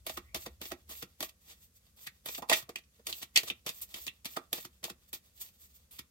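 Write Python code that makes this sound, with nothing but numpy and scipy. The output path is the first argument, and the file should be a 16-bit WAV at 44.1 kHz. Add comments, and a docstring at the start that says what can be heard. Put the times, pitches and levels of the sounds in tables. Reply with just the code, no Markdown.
"""A quiet rumble fills a small room, where large cards are shuffled overhand above a cloth-covered table,
close to a phone. In each stroke, three or four a second, card edges first strike the deck and scrape;
then the faces glide with a fine friction hiss and a few catches; last the packet lands with a soft
thump, squeezing out the air. After five strokes the fingers pause and only shift the cards. The shuffle
resumes, slackens after five seconds, and ends with one more landing near six."""
import sys
import numpy as np
from scipy import signal
from scipy.fft import rfft, irfft
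from scipy.io import wavfile
from scipy.ndimage import uniform_filter1d

SR = 44100
rng = np.random.default_rng(int(sys.argv[2]) if len(sys.argv) > 2 else 0)


def file_out(sig):
    """Save sig as 16-bit WAV at sys.argv[1]."""
    # one column per channel
    cols = np.atleast_2d(sig).T
    # limit, then scale
    lim = np.clip(cols, -1, 1)
    pcm = np.round(lim * 32767).astype(np.int16)
    wavfile.write(sys.argv[1], SR, pcm)


N = 269010
TIME = np.arange(N) / SR
FREQS = np.fft.rfftfreq(N, 1 / SR)
LEAD, SPAN = 1024, 8192  # samples before a contact, and in one whole contact


def undb(db):
    """Decibels to amplitude ratio."""
    return 10 ** (np.asarray(db) / 20)


def unit(x):
    """Normalisation to rms 1."""
    return x / np.sqrt(np.mean(x ** 2))


def colour(points):
    """Magnitude response through (frequency_hz, gain_db) points on a logarithmic frequency axis."""
    hz, db = np.transpose(points)
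    return undb(np.interp(np.log(FREQS + 1), np.log(hz + 1), db))


def band(x, lo_hz, hi_hz, order=2):
    """Butterworth band-pass, applied to the spectrum."""
    n = x.shape[-1]
    hz = np.maximum(np.fft.rfftfreq(n, 1 / SR), 1)
    detune = 1j * (hz - lo_hz * hi_hz / hz) / (hi_hz - lo_hz)
    denominator = 1
    for pole in signal.buttap(order)[1]:
        denominator = denominator * (detune - pole)
    return irfft(rfft(x) / denominator, n)


def grit(rough_db, grain_samples=14, apart=1.0):
    """Stick-slip noise: its strength jumps as fibres catch and let go, partly coherent at two ports."""
    noise = rng.standard_normal((3, SPAN))
    grains = undb(rough_db * rng.standard_normal(SPAN // grain_samples + 1))
    strength = np.repeat(grains, grain_samples)[:SPAN]
    return unit(strength * (noise[0] + apart * noise[1:]))


def envelope(rise_ms, decay_ms):
    """Exponential growth and decay of a contact: time around its peak (s) and amplitude."""
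    t = (np.arange(SPAN) - LEAD) / SR
    return t, np.exp(1000 * np.where(t < 0, t / rise_ms, -t / decay_ms))


def add(track, at_s, sound, env, db):
    """Superposition: mix in a sound with the energy of its envelope at a peak level of db."""
    start = int(at_s * SR) - LEAD
    part = track[:, start:start + SPAN]
    gain = undb(db) * np.sqrt(np.mean(env ** 2))
    part += gain * unit(sound)[..., :part.shape[1]]


def diffuse_noise(n, coherent_hz):
    """Spatial coherence of a diffuse field: long waves reach both microphone ports alike."""
    hz = np.fft.rfftfreq(n, 1 / SR)
    mid, side = rfft(rng.standard_normal((2, n)))
    apart = np.clip(hz / coherent_hz, .14, 1)
    return irfft((mid + np.array([[1], [-1]]) * apart * side) / np.sqrt(1 + apart ** 2), n)


# Spectrum of the room's still air: frequency_hz, relative_density_db
AIR_SPECTRUM = [(30, -20), (100, -5), (200, -0.5), (320, -17), (400, -15.5), (500, -10.5), (700, -22),
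                (1500, -19.5), (3000, -21), (6500, -17), (10500, -19.5), (14000, -19.5), (16000, -26)]
# Course of the low rumble: time_s, level_db
RUMBLE_LEVELS = [(0, -59), (0.55, -61), (1.1, -69), (1.6, -69.5), (2.6, -70), (3.5, -70), (6.1, -70.5)]
def background(air_db):
    """Low noise: a faint, even hiss, under a rumble in the room's lowest mode that is strongest at the start
    and settles after about a second."""
    air = unit(irfft(rfft(diffuse_noise(N, 900)) * colour(AIR_SPECTRUM), N))
    mode = unit(band(diffuse_noise(N, 960), 61, 76))
    broad = unit(band(diffuse_noise(N, 900), 39, 100, order=3))
    rumble_db = np.interp(TIME, *np.transpose(RUMBLE_LEVELS))
    return undb(air_db) * air + undb(rumble_db) * unit(mode + 0.63 * broad)


def room(x, near_db, near_ms, wall_db, t60_low_s, t60_high_s):
    """Reverberation: bright early reflections from things on the table, then the walls' short ring."""
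    t = np.arange(SR // 2) / SR
    near = band(diffuse_noise(len(t), 900), 1700, 17000) * np.exp(-1000 * t / near_ms) * (t > .001)
    tail = diffuse_noise(len(t), 1300) * np.clip(t / .014, 0, 1)
    low = band(tail, 130, 3800) * undb(-60 * t / t60_low_s)
    high = 0.15 * band(tail, 3800, 13000) * undb(-60 * t / t60_high_s)
    response = (undb(near_db) * unit(near) + undb(wall_db) * unit(low + high)) / np.sqrt(len(t))
    return signal.fftconvolve(x, response, axes=1)[:, :N]


# Balance of the two microphone ports: frequency_hz, left_minus_right_db
PORT_BALANCE = [(100, 1.5), (200, 2), (380, -3), (700, -8), (1290, -3), (2400, -1.5), (4400, -4.5),
                (8100, 5), (15000, -4)]
# Phase between the ports: frequency_hz, left_lead_rad
PORT_LEAD = [(0, 0), (700, .1), (1350, 3.1), (1750, 2.9), (2100, 1.4), (3000, 4.2), (4100, 4.2),
             (4900, 7.2), (6600, 9.1), (7800, 7.4), (9000, 10), (12500, 14.5), (16000, 17)]
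def port_response():
    """Spaced receivers: direct sound reaches each port with its own level and phase."""
    tilt = np.sqrt(colour(PORT_BALANCE))
    lead = np.interp(FREQS, *np.transpose(PORT_LEAD))
    return np.array([tilt, np.exp(-1j * lead) / tilt])


# Colour of the card stock: frequency_hz, gain_db
CARD_STOCK = [(130, 8), (230, 0), (350, -4.5), (620, -5.5), (950, -0.5), (1250, 5), (1600, -2.5),
              (2200, 0.5), (3400, 1.5), (5000, -2), (7000, -1.5), (10500, -3), (13500, 3.5), (16000, -5)]
# Resonances of the deck held in the hand: frequency_hz, bandwidth_hz, gain_db
DECK_MODES = [(349.5, 41, 3), (466.3, 39, 3), (640.6, 72, 4.5), (875, 8.9, -25.5), (1126, 4, -12),
              (1910, 46, 0.5), (2400, 39, -1.5), (2660, 130, -9.5), (3600, 430, -8), (4670, 230, -7.5)]
def deck_response():
    """Modal superposition: the deck's damped resonances and its stock colour every contact."""
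    modes = sum(undb(db) / (1 + 2j * (FREQS - hz) / width) for hz, width, db in DECK_MODES)
    return colour(CARD_STOCK) * (1 + modes)


def sliding(table, rub_db, hiss_db, drag_db, rough_db, steepness, low_hiss):
    """Sliding friction: a rasp from the fibres, a hiss from the coating, a dull drag in the packet."""
    out = np.zeros((2, N + 2 * SPAN))
    t = (np.arange(SPAN) - SPAN // 2) / SR
    for middle_s, length_ms, rub, hiss in table:
        speed = np.exp(-np.abs(2000 * t / length_ms) ** steepness)
        finger_pressure = undb(unit(uniform_filter1d(rng.standard_normal(SPAN), size=200)))
        fibres = grit(rough_db, grain_samples=30)
        rasp = unit(band(fibres, 1200, 8200))
        drag = undb(drag_db) * unit(band(fibres, 270, 1700))
        coating = grit(rough_db, grain_samples=20)
        fine = unit(band(coating, 11500, 19000) + low_hiss * band(coating, 6000, 11000, order=1))
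        friction = undb(rub + rub_db) * (rasp + drag) + undb(hiss + hiss_db) * fine
        start = int(middle_s * SR) + SPAN // 2
        out[:, start:start + SPAN] += speed * finger_pressure * friction
    return out[:, SPAN:SPAN + N]


# One card dragged quickly across the others: middle_s, length_ms, rub_db, hiss_db
CARD_SWISHES = [(1.506, 57, -52.5, -55.5), (1.64, 54, -76, -62), (1.765, 38, -74, -62.5),
                (2.383, 20, -54, -42.5), (2.570, 50, -39.5, -38), (3.226, 19, -42.5, -47),
                (3.483, 23, -38, -50.5), (3.828, 23, -55, -40.5), (3.915, 66, -60.5, -57),
                (5.09, 22, -70.5, -61), (5.416, 25, -55.5, -40), (5.759, 40, -71, -58)]
# Lulls in which the fingers shift the cards: start_s, end_s
LULLS = [(1.42, 1.66), (5.3, 5.7)]
def handling(gap_s, length_ms, rub_db, hiss_db):
    """Light friction: single cards swish past, and in the lulls the deck shifts in uneven swells."""
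    times = np.concatenate([np.arange(start, end, gap_s) for start, end in LULLS])
    shifts = [(s + 0.023 * late, length_ms, rub_db + 1.2 * firm, hiss_db + 4.5 * firm)
              for s, (late, firm) in zip(times, rng.standard_normal((len(times), 2)))]
    return sliding(CARD_SWISHES + shifts, rub_db=1.5, hiss_db=4.5, drag_db=-8,
                   rough_db=1.0, steepness=1.6, low_hiss=.9)


def squeak(middle_s, length_s, pitch_hz, rise_hz_per_s, width_hz, level_db):
    """Stick-slip oscillation: a lifted card gives one faint, rising squeak."""
    t = TIME - middle_s
    waver = unit(uniform_filter1d(rng.standard_normal(N), size=int(SR / width_hz)))
    tone = unit(waver * np.sin(2 * np.pi * (pitch_hz + rise_hz_per_s * t / 2) * t))
    return undb(level_db) * np.exp(-(2 * t / length_s) ** 2) * tone


# Hollow notes of the closing gap between two packets: start_s, pitch_hz, level_db, decay_ms
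AIR_POCKETS = [(0.096, 660, -43, 1.3), (0.174, 1230, -39.5, 6.1), (2.075, 1700, -36, 2.4),
               (2.383, 674, -38, 7.9), (2.426, 895, -38.5, 12), (2.515, 613, -27.5, 9),
               (2.525, 1958, -22, 9.7), (2.53, 3150, -25.5, 9), (2.758, 2330, -31.5, 2.8),
               (3.127, 3500, -29.5, 2), (3.365, 2320, -24.5, 11), (3.500, 2900, -25.5, 3.8),
               (4.080, 2920, -29.5, 2.4), (4.372, 1210, -30.5, 2.4), (4.879, 760, -42, 5.1)]
def air_pockets(band_ratio, gain_db):
    """Cavity resonance: escaping air and rubbing edges ring the gap between two packets."""
    out = np.zeros((2, N))
    for start_s, pitch_hz, level_db, decay_ms in AIR_POCKETS:
        _, env = envelope(0.2, decay_ms)
        note = band(env * grit(1.4), pitch_hz / band_ratio, pitch_hz * band_ratio)
        add(out, start_s, note, env, level_db + gain_db)
    return out


def catches(glides, count, gain_db, spread_db):
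    """Stick-slip transients: edges catch at random moments of a glide, each with its own pitch."""
    out = np.zeros((2, N))
    _, env = envelope(rise_ms=.52, decay_ms=1.6)
    for middle_s, length_ms, _, glide_db in glides:
        for when, force, pitch in rng.uniform(-1, 1, (count, 3)):
            hz = 3700 * 2 ** (.5 * pitch)
            at_s = middle_s + when * length_ms / 2000
            tick = band(env * grit(2.0), hz / np.sqrt(2), hz * np.sqrt(2), order=1)
            add(out, at_s, tick, env, glide_db + gain_db + spread_db * force)
    return out


def cracks(strikes):
    """A brief impulse has a broad spectrum: a packet's leading edge makes one dry, bright crack."""
    out = np.zeros((2, N))
    _, env = envelope(rise_ms=.2, decay_ms=.8)
    for start_s, level_db, _, tick_db, _ in strikes:
        crack = band(env * grit(2.0, apart=0.91), 2600, 19000, order=1)
        add(out, start_s, crack, env, level_db + .7 * tick_db)
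    return out


def impacts(table, rise_ms, snap_db, thump_db, knock_db, knock_share, tick_db, rough_db,
            base_hz, octaves_per_db, flex_ms, rattle):
    """Impact excitation: many edges hit almost at once, and the packet flexes with a sinking thump."""
    out = np.zeros((2, N))
    for start_s, db, thump, tick, decay_ms in table:
        t, env = envelope(rise_ms, decay_ms)
        contacts = env * grit(rough_db)
        add(out, start_s, band(contacts, 2200, 7460, order=3), env, db + snap_db)
        add(out, start_s, band(contacts, 750, 2000, order=3), env, db + knock_share * thump + knock_db)
        _, tick_env = envelope(.76 * rise_ms, .76 * decay_ms)
        add(out, start_s, band(tick_env * grit(rough_db), 8500, 18500), tick_env, db + tick + tick_db)
        _, flex_env = envelope(3.45, flex_ms)
        flex_hz = base_hz * 2 ** (octaves_per_db * (db + thump + 42))  # heavier thumps start higher
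        # Dispersion: short bending waves cross the packet first, long ones follow.
        pitch_hz = flex_hz * (.55 + .95 * np.exp(-np.maximum(t, 0) / .005))
        flex = unit(flex_env * np.sin(2 * np.pi * (np.cumsum(pitch_hz) / SR + rng.random())))
        loose = unit(band(flex_env * rng.standard_normal(SPAN), flex_hz / 1.88, flex_hz * 1.69))
        add(out, start_s + .003, flex + rattle * loose, flex_env, db + thump + thump_db)
    return out


# Stray edges that snap free or drop on the table: start_s, level_db, thump_db, tick_db, decay_ms
# In both tables, thumps and ticks are relative to the level of their impact.
STRAY_EDGES = [(0.096, -35.5, -6.5, -3, 4.6), (0.359, -41, -3, 2.5, 11), (0.655, -41, -13.5, -10, 4.7),
               (1.227, -34.5, -8, 3.5, 6.3), (2.286, -36.5, -10.5, -5, 6.6), (2.348, -37, -27.5, -8, 6),
               (2.422, -46, 2.5, -1, 6), (2.489, -44, -11.5, 3.5, 3), (2.513, -29.5, 4, -12, 12),
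               (2.526, -27, -12.5, 0, 11), (2.532, -25, -15, -8, 9), (2.692, -45, 3.5, -3, 6.4),
               (2.758, -35, -19, -4.5, 4.6), (2.785, -51, -14.5, -1, 4.2), (2.838, -64, -17, -17, 4.8),
               (2.995, -70.5, 13, -9, 6.6), (3.127, -36, -24, -3, 3), (3.3745, -13.5, -31.5, -9, 3.4),
               (3.433, -40, -6.5, -1.5, 4.9), (3.691, -31.5, -18.5, -1.5, 3.3), (3.815, -54.5, -20, 20, 13),
               (4.067, -33.5, -20, -2, 2.4), (4.247, -43.5, -15.5, 0.5, 9.3), (4.579, -43, -5.5, -4, 8.4),
               (4.83, -50, -3.5, -1, 8), (4.851, -40, -8.5, -2, 8.2)]
# Strokes of the shuffle: start_s, landing_s, strike_db, thump_db, tick_db, decay_ms,
# scrape_db, glide_db, landing_db, landing_thump_db
SHUFFLE_STROKES = [(0.066, 0.175, -36.5, -6.5, 3.5, 7.6, -43, -49.5, -35.5, -6),
                   (0.346, 0.464, -32, -10.5, -1, 7.3, -54, -47, -37, -2.5),
                   (0.615, 0.719, -39, -6.5, 1.5, 5, -45, -47, -35, -0.5),
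                   (0.892, 1.027, -61, 2.5, 15, 21, -43, -46.5, -35.5, -8.5),
                   (1.206, 1.294, -34.5, -7, 2.5, 5.1, -40.5, -55.5, -47.5, -32),
                   (1.964, 2.071, -79, -26, 19, 10, -59, -51, -35, -23),
                   (2.258, 2.381, -42.5, -5.5, 6.5, 14, -45, -41, -44, -2.5),
                   (2.497, 2.627, -20.5, -10, -2.5, 4.5, -39, -48, -47.5, -12),
                   (3.069, 3.23, -29.5, -24.5, 2.5, 2.1, -39, -46.5, -35.5, -20),
                   (3.3601, 3.504, -14, -36, -13, 4.2, -37.5, -48, -38, -7.5),
                   (3.664, 3.82, -34.5, -8, -1.5, 13.4, -44.5, -50, -59, -23),
                   (3.942, 4.077, -35, -20.5, -4.5, 4.2, -43.5, -47, -37, -20.5),
                   (4.255, 4.369, -34.5, -14.5, -0.5, 7.8, -54, -49.5, -33.5, -0.5),
                   (4.53, 4.652, -27, -13.5, 6.5, 2.7, -40.5, -47.5, -38.5, -12.5),
                   (4.8413, 4.901, -28, -19.5, -2, 2.1, -55.5, -51, -37.5, -9),
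                   (5.1303, 5.151, -43, -9, 10, 6.5, -53, -38, -44.5, -28.5),
                   (5.376, 5.489, -60.5, -23, -2, 12, -67, -51, -54.5, -32.5),
                   (5.91, 5.992, -61.5, -14, 10.5, 51, -62, -56.5, -36.5, -16.5)]
def shuffle():
    """Impact and friction in turn: a packet brushes in, strikes, scrapes, glides and lands flat."""
    approaches, strikes, scrapes, glides, landings = [], [], [], [], []
    for (start_s, landing_s, strike_db, thump_db, tick_db, decay_ms,
         scrape_db, glide_db, landing_db, landing_thump_db) in SHUFFLE_STROKES:
        length_s = landing_s - start_s
        approaches.append((start_s - .098, 100, -68.5, -72.5))
        strikes.append((start_s, strike_db, thump_db, tick_db, decay_ms))
        scrapes.append((start_s + .027, 46.6, scrape_db, scrape_db - 2.4))  # the edge still digs in
        # The glide fills the last two thirds of the stroke and is mostly hiss.
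        glides.append((start_s + .64 * length_s, .66 * 1000 * length_s, glide_db - 12, glide_db))
        landings.append((landing_s, landing_db, landing_thump_db, 0, 3.34))
    edges = impacts(strikes + STRAY_EDGES, rise_ms=.7, snap_db=2.5, thump_db=3.5,
                    knock_db=-1.5, knock_share=0.51, tick_db=2.5, rough_db=4.5,
                    base_hz=439.8, octaves_per_db=0.03, flex_ms=6.5, rattle=3.4)
    flats = impacts(landings, rise_ms=3.2, snap_db=-0.5, thump_db=1.0,
                    knock_db=-1.5, knock_share=0.35, tick_db=-0.5, rough_db=-0.5,
                    base_hz=345.9, octaves_per_db=0.06, flex_ms=9.8, rattle=1.0)
    scraping = sliding(approaches + scrapes, rub_db=-2.0, hiss_db=2.5, drag_db=-7.0,
                       rough_db=4.0, steepness=1.8, low_hiss=.55)
    gliding = sliding(glides, rub_db=0.2, hiss_db=2.0, drag_db=-8.5,
                      rough_db=2.5, steepness=2.3, low_hiss=.73)
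    clicks = cracks(strikes) + catches(glides, count=3, gain_db=-1, spread_db=3.0)
    return edges + flats + scraping + gliding + clicks


def scene():
    """Source, filter and path: the cards sound through the deck and arrive directly and by the room."""
    cards = shuffle()
    cards += handling(gap_s=.05, length_ms=52, rub_db=-70.5, hiss_db=-63.5)
    cards += air_pockets(band_ratio=1.22, gain_db=1.0)
    cards += squeak(middle_s=.29, length_s=.09, pitch_hz=2130, rise_hz_per_s=5000,
                    width_hz=400, level_db=-67)
    direct = irfft(rfft(cards) * deck_response() * port_response(), N) * undb(-3.0)
    echoes = room(direct, near_db=-5.0, near_ms=11.0, wall_db=-22, t60_low_s=0.21, t60_high_s=0.28)
    return background(air_db=-71.5) + echoes + direct


def record(dry):
    """Band limiting: the phone's steep low-pass cuts the treble above 16.1 kHz."""
    return signal.sosfilt(signal.ellip(10, .2, 80, 16100, fs=SR, output="sos"), dry)


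dry = scene()
out = record(dry)
file_out(out)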